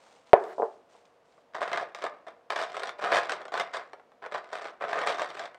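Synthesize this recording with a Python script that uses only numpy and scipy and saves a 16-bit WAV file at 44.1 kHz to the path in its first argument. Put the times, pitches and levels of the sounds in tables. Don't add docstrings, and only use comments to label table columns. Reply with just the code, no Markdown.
import sys
import numpy as np
from scipy import signal
from scipy.fft import rfft, irfft
from scipy.io import wavfile

SR = 44100
rng = np.random.default_rng(int(sys.argv[2]) if len(sys.argv) > 2 else 0)


def log_audio(samples):
    frames = np.atleast_2d(samples).T
    limited = np.clip(frames, -1, 1)
    pcm = np.round(limited * 32767).astype(np.int16)
    wavfile.write(sys.argv[1], SR, pcm)


N = 246078
TIME = np.arange(N) / SR

# start_s, length_s, level_db, hardness_db
SHOVES = [(1.546, 0.019, -34, -2), (1.615, 0.01, -27, -2), (1.66, 0.078, -38.5, 0),
          (1.727, 0.019, -27, -5.5), (1.763, 0.057, -32.5, -3), (1.96, 0.046, -46, 10),
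          (2.029, 0.03, -31.5, -3.5), (2.275, 0.009, -40.5, -4), (2.51, 0.016, -31, 1.5),
          (2.566, 0.066, -30.5, 4), (2.68, .07, -46, 6), (2.742, .15, -38, 1.5), (2.994, 0.044, -36.5, 0.5),
          (3.029, 0.092, -28.5, -4), (3.126, 0.052, -21.5, 2.5), (3.211, 0.045, -38.5, 4),
          (3.298, 0.037, -32, 1.5), (3.365, 0.064, -44.5, -4), (3.531, 0.049, -31, -2),
          (3.598, 0.01, -28, 2), (3.742, .027, -34, 4.5), (3.787, 0.022, -41.5, -2.5),
          (4.232, .018, -36.5, -11.5), (4.325, 0.038, -30.5, -2.5), (4.436, 0.13, -52, 0),
          (4.529, 0.03, -34.5, 2.5), (4.587, 0.097, -39.5, 1), (4.817, 0.034, -29, -9.5),
          (4.887, 0.05, -32.5, -1), (4.933, .11, -28, -6), (5.07, .037, -27, 4), (5.134, 0.047, -35, 1.5),
          (5.196, .04, -30, 1.5), (5.278, .09, -43.5, 11), (5.368, 0.091, -39, 0.5)]
# start_s, level_db, contact_ms, hollow_ring_db
KNOCKS = [(0.3324, -1.5, 0.15, -9), (0.3346, 4, 0.84, -5.5), (0.3366, 3.5, 0.62, -3.5),
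          (0.3378, 4, 0.61, -23), (0.3397, 2.5, 0.92, -28), (0.582, -18.5, 0.58, 2.5),
          (0.5981, -12.5, 0.71, 5.5), (0.6214, -13, 0.36, -10), (0.6298, -6, 0.6, -3)]


def stirring(attack_s=0.016, release_db_per_s=490, settle_db=-15.5, settle_db_per_s=113):
    power, hardness = 1e-14, 0
    for start_s, length_s, level_db, hard_db in SHOVES:
        push = swell(start_s, length_s, attack_s, release_db_per_s)
        settle = undb(settle_db) * swell(start_s, length_s, attack_s, settle_db_per_s)
        share = (undb(level_db) * np.maximum(push, settle)) ** 2
        power += share
        hardness += share * hard_db
    return 10 * np.log10(power), hardness / power


def crunch(push_db, hard_db, peak_slips_per_s=860, scatter_db=6, gain_db=-2, room_db=-7, cubes=14):
    slips_per_s = peak_slips_per_s * undb(.25 * (push_db - push_db.max()))
    slipping = rng.random(N) < slips_per_s / SR
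    slips = slipping * undb(scatter_db * np.clip(rng.standard_normal(N), -2, 2))
    window = signal.windows.hann(int(0.055 * SR))
    work = np.abs(signal.fftconvolve(slips ** 2, window / window.sum(), "same"))
    slips *= undb(push_db + gain_db) / np.sqrt(work + 0.046 * work.mean())
    soft = butter(slips[::-1] + 1e-18, 2600, "low")[::-1]
    soft = butter(soft, 2600, "low")
    hardness = undb(np.clip(hard_db + 0.66, -9, 6))
    slips = soft + (slips - soft) * hardness
    loaded_cube = np.repeat(rng.integers(cubes, size=N), 128)[:N]
    out = np.zeros(N)
    for cube in range(cubes):
        blow = np.pad(cube_contact(tick_db=-2, wall_db=-17), (0, 16384))
        blow = rng.choice([-1, 1]) * blow / np.linalg.norm(blow)
        out += through(slips * (loaded_cube == cube), blow + undb(room_db) * room(blow))
    return out


def clacks(push_db, gain_db=-1.5, ring_db=-11, ring_t60_s=0.12, room_db=-8):
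    # start_s, level_db, body_db, pitch_hz
    loud_clacks = [(1.5494, -30.5, 3.5, 1200), (1.6172, -22, 7.5, 1444), (1.6776, -24.5, -2, 1386),
                   (1.731, -16.5, -20, 2070), (1.7744, -17, -19, 1200), (1.948, -24.5, -11, 1200),
                   (2.0223, -25, -10, 1556), (2.0398, -22, -1, 1280), (2.0654, -21.5, 1.5, 1207),
                   (2.504, -16, -12.5, 1270), (2.5601, -20.5, -13, 1860), (2.6254, -19, -11, 1246),
                   (2.7681, -21, -16, 1290), (2.7955, -29, -14.5, 1400), (2.834, -20, -19, 1435),
                   (2.8724, -23, -13, 1750), (2.8928, -24, -13, 1410), (3.0465, -18, 2.5, 1286),
                   (3.1213, -20, 6.5, 1630), (3.1694, -11.5, -20, 1650), (3.1834, -22, -17, 1270),
                   (3.2954, -15.5, -25, 1570), (3.3199, -17.5, -17, 1240), (3.4165, -33.5, 1, 1760),
                   (3.454, -30.5, 2.5, 1420), (3.482, -32.5, 1, 1490), (3.5404, -18.5, 0.5, 1507),
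                   (3.5764, -18, -15, 1520), (3.5982, -15, -17, 2070), (3.7384, -22, -17, 1545),
                   (3.933, -36, 7.5, 1390), (3.9978, -47.5, 10, 1390), (4.119, -50, 9, 1295),
                   (4.2627, -32.5, 10, 1270), (4.6543, -33, 9, 1220), (5.0165, -22, -20, 1150),
                   (5.0724, -12, -10, 1185), (5.1014, -23.5, -1, 1550), (5.1851, -23, -1, 1212),
                   (5.219, -22.5, -2.5, 1270), (5.3951, -25, -3, 1610), (5.5458, -36.5, -0.5, 1500)]
    out = np.zeros(N)
    for start_s, level_db, body_db, pitch_hz in loud_clacks + tumbles(push_db):
        blow = cube_contact(tick_db=-8.5, wall_db=-27.5)
        crack = butter(blow, 710, "high", order=1)
        peak = np.abs(crack).max()
        hardness = undb(-2 - .5 * np.clip(body_db, -12, 12))
        edge = butter(crack, 3800, "high", order=1) * hardness
        tone = butter(ring([(pitch_hz, ring_db, ring_t60_s)], size=len(blow)), 3700, "low")
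        bright = (crack + edge) / peak + tone
        body = butter(blow - crack, 260, "high") / peak * undb(np.clip(body_db + 3, -12, 14))
        add(out, start_s, undb(level_db + gain_db) * (bright + body) / np.abs(bright).max())
    return out + undb(room_db) * room(out)


def tumbles(push_db, per_s=14, lift_db=3.5, scatter_db=4, pitch_range_hz=(1200, 2100)):
    first_s, last_s = SHOVES[0][0], SHOVES[-1][0] + SHOVES[-1][1]
    when, size, body, pitch = rng.random((int(per_s * (last_s - first_s)), 4)).T
    start_s = first_s + when * (last_s - first_s)
    level_db = np.interp(start_s, TIME, push_db) + lift_db + scatter_db * (2 * size - 1)
    body_db = -4.5 + 10 * (2 * body - 1)
    return list(zip(start_s, level_db, body_db, np.interp(pitch, [0, 1], pitch_range_hz)))


def cube_contact(tick_db, wall_db, clink_db=-5, clink_t60_s=.027, size=4096):
    # frequency_hz, t60_s
    rattle_decays = [(300, 0.037), (1200, 0.066), (3500, 0.032), (10000, 0.0052)]
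    # pitch_hz, level_db, t60_s
    wall_modes = [(425.5, 0, 0.063), (594, -6, 0.14), (692.4, 1.5, 0.078), (1065.4, -4, 0.11),
                  (1290, -4.5, 0.076), (1630, -16.5, 0.015), (2070, 4, 0.039), (3030, 0, 0.077),
                  (3620, 7, 0.085), (5870, 1.5, 0.024)]
    # frequency_hz, gain_db
    jug_spectrum = [(40, -45.5), (130, -23), (250, -20), (420, -5.5), (690, 1), (930, -4.5), (1200, -5),
                    (2100, -10.5), (2600, -19), (3500, -18.5), (6500, -32.5), (8800, -37), (10300, -54),
                    (15000, -57)]
    blow = dense_ring(rattle_decays, size)
    blow[0] += undb(tick_db)
    pitches_hz = np.geomspace(1000, 12000, 200)[rng.integers(200, size=7)]
    clink = ring([(hz, 10 * np.log10(hz / 12000), clink_t60_s) for hz in pitches_hz], size)
    blow += undb(clink_db) * clink / np.linalg.norm(clink)
    wall = ring([(hz, db + rng.normal(0, 5.5), t60_s) for hz, db, t60_s in wall_modes], size)
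    blow += undb(wall_db) * wall / np.linalg.norm(wall)
    return colour(blow, jug_spectrum)


def jug_on_table(gain_db=4, room_db=-12, slap_s=.031, slap_db=-21, slide_db=-46):
    # pitch_hz, level_db, t60_s
    table_modes = [(453, -6, 0.0574), (640, 3, 0.019), (688, 5, 0.018), (830, -10, 0.028),
                   (1060, -17.5, 0.022), (1584, -22, 0.0078), (2150, -24.5, 0.013), (2960, -16.5, 0.01017),
                   (4256, -18, 0.0085), (7500, -28.5, 0.0044)]
    # frequency_hz, gain_db
    table_spread = [(100, 3.5), (310, -7), (385, 3), (460, 0), (520, 2), (640, -1.5), (1000, 3.5),
                    (1700, 6), (3000, -6), (6000, -11)]
    # frequency_hz, t60_s
    hollow_decays = [(400, 0.091), (800, 0.13), (2500, 0.13)]
    body = butter(ring(table_modes), 335, "high", order=3)
    body = np.pad(body, (0, 10000)) * undb(gain_db) / np.abs(body).max()
    out, lead_s = np.zeros(N), .001
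    for start_s, level_db, contact_ms, hollow_db in KNOCKS:
        force = np.exp(-np.pi * ((TIME[:128] - lead_s) * 1000 / contact_ms) ** 2)
        blow = through(body, undb(level_db) * force / force.sum())
        spread = colour(blow, table_spread)
        hollow = through(spread, dense_ring(hollow_decays, size=4096))
        add(out, start_s - lead_s, blow + undb(hollow_db) * hollow + undb(room_db) * room(spread))
        add(out, start_s + slap_s, undb(slap_db) * spread)
    scrape = through(rng.laplace(size=N), colour(body, table_spread))
    sliding = swell(start_s=0.462, length_s=0.069, attack_s=0.064, release_db_per_s=1100)
    return out + unit(scrape) * undb(slide_db) * sliding


def mic_overload(thud_hz=150, thud_db=-12, thud_t60_s=0.0084, crack_db=-31, crack_t60_s=0.0226):
    out, t = np.zeros(N), TIME[:4096]
    crack = butter(rng.standard_normal(len(t)), 7000, "low") * undb(crack_db - 60 * t / crack_t60_s)
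    thud = butter(ring([(thud_hz, thud_db, thud_t60_s)], size=len(t)), 390, "low")
    add(out, KNOCKS[0][0], thud + crack)
    return out


def handling(grain_db=3, touch_gain_db=-2, attack_s=.02, release_db_per_s=105.5):
    # start_s, length_s, level_db
    rubs = [(0, 0.16, -61), (0.268, 0.03, -63), (0.343, 0.3, -61.5), (0.678, 0.052, -66),
            (0.904, 0.053, -63), (0.998, 0.076, -70.5), (1.259, 0.13, -71.5)]
    # frequency_hz, gain_db
    cloth_spectrum = [(150, -14), (700, 14.5), (1500, 5), (3000, 2), (5000, -2), (8800, -7), (10300, -23.5),
                      (15000, -30.5)]
    # start_s, level_db
    touches = [(0.951, -41), (1.379, -48.5)]
    grains = rng.standard_normal(N)
    grains *= undb(grain_db * np.repeat(rng.standard_normal(N), 64)[:N])
    moves = [undb(db) * swell(s, length_s, attack_s, release_db_per_s) for s, length_s, db in rubs]
    out = unit(colour(grains, cloth_spectrum)) * np.max(moves, axis=0)
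    for start_s, level_db in touches:
        touch = butter(cube_contact(tick_db=-10, wall_db=-20), 900, "low")
        add(out, start_s, undb(level_db + touch_gain_db) * touch / np.abs(touch).max())
    return out


def ice_ticks(gain_db=-3):
    # start_s, level_db
    ticks = [(0.2713, -47), (0.293, -47), (0.4393, -40), (0.509, -44), (0.533, -51), (1.054, -49),
             (1.323, -54)]
    out = np.zeros(N)
    for start_s, level_db in ticks:
        tick = butter(cube_contact(tick_db=-9, wall_db=-20.5), 3200, "high")
        add(out, start_s, undb(level_db + gain_db) * tick / np.abs(tick).max())
    return out


def room(x, build_s=0.0034):
    # frequency_hz, t60_s
    room_decays = [(200, 1), (600, 0.36), (1500, 0.42), (4000, 0.2), (10000, 0.089)]
    echoes = dense_ring(room_decays, size=16384)
    build_up = 1 - np.exp(-(TIME[:len(echoes)] / build_s) ** 2)
    return through(x, echoes * build_up)


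def room_tone(air_db=-64, low_cut_hz=55):
    # frequency_hz, gain_db
    air_spectrum = [(18, -41), (30, -21), (103, -18.5), (280, -9), (364, -12), (473, -4), (702, -3.5),
                    (780, -8.5), (1130, -11), (1390, -15.5), (6050, -34), (16000, -51)]
    # pitch_hz, level_db
    hum_tones = [(473.7, -71.5), (532.9, -80)]
    air = butter(colour(rng.standard_normal(N), air_spectrum), low_cut_hz, "high")
    hum = sum(undb(db) * unit(np.sin(2 * np.pi * hz * TIME)) for hz, db in hum_tones)
    return unit(air) * undb(air_db) + hum


def ring(modes, size=6000):
    t = TIME[:size]
    return sum(undb(db - 60 * t / t60_s) * np.cos(2 * np.pi * hz * t) for hz, db, t60_s in modes)


def dense_ring(decays, size, bands=8):
    t, hz = TIME[:size], np.fft.rfftfreq(size, 1 / SR)
    edges_hz = np.geomspace(100, SR / 2, bands + 1)
    noise, out = rfft(rng.standard_normal(size)), np.zeros(size)
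    for low, high in zip(edges_hz, edges_hz[1:]):
        t60_s = lookup(decays, np.sqrt(low * high))
        band = irfft(noise * (hz >= low) * (hz < high), size) * undb(-60 * t / t60_s)
        out += band * np.sqrt((high - low) / (SR / 2) / np.sum(band ** 2))
    return out


def swell(start_s, length_s, attack_s, release_db_per_s):
    rise = np.clip(1 + (TIME - start_s) / attack_s, 0, 1)
    return rise * undb(-release_db_per_s * np.maximum(TIME - start_s - length_s, 0))


def colour(x, spectrum, size=2048):
    gain = undb(lookup(spectrum, np.fft.rfftfreq(size, 1 / SR)))
    cepstrum = irfft(np.log(gain))
    cepstrum[1:size // 2] *= 2
    cepstrum[size // 2 + 1:] = 0
    return through(x, irfft(np.exp(rfft(cepstrum))))


def butter(x, hz, kind, order=2):
    return signal.sosfilt(signal.butter(order, hz, kind, fs=SR, output="sos"), x)


def through(x, response):
    return signal.oaconvolve(x, response)[:len(x)]


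def lookup(table, hz):
    points_hz, values = np.transpose(table)
    return np.interp(np.log(hz + 1e-3), np.log(points_hz), values)


def add(out, start_s, sound):
    i = int(start_s * SR)
    out[i:i + len(sound)] += sound[:N - i]


def undb(db):
    return 10 ** (np.asarray(db) / 20)


def unit(x):
    return x / np.sqrt(np.mean(x ** 2))


def scene():
    background = room_tone()
    push_db, hard_db = stirring()
    ice = crunch(push_db, hard_db) + clacks(push_db) + ice_ticks()
    ice = butter(ice, 110, "high", order=1)
    return (ice + jug_on_table() + mic_overload() + handling() + background)[None]


def record(dry, top_hz=15900):
    rounded = dry / (1 + np.abs(dry) ** 6) ** (1 / 6)
    return signal.sosfilt(signal.ellip(8, .2, 70, top_hz, fs=SR, output="sos"), rounded)


dry = scene()
out = record(dry)
log_audio(out)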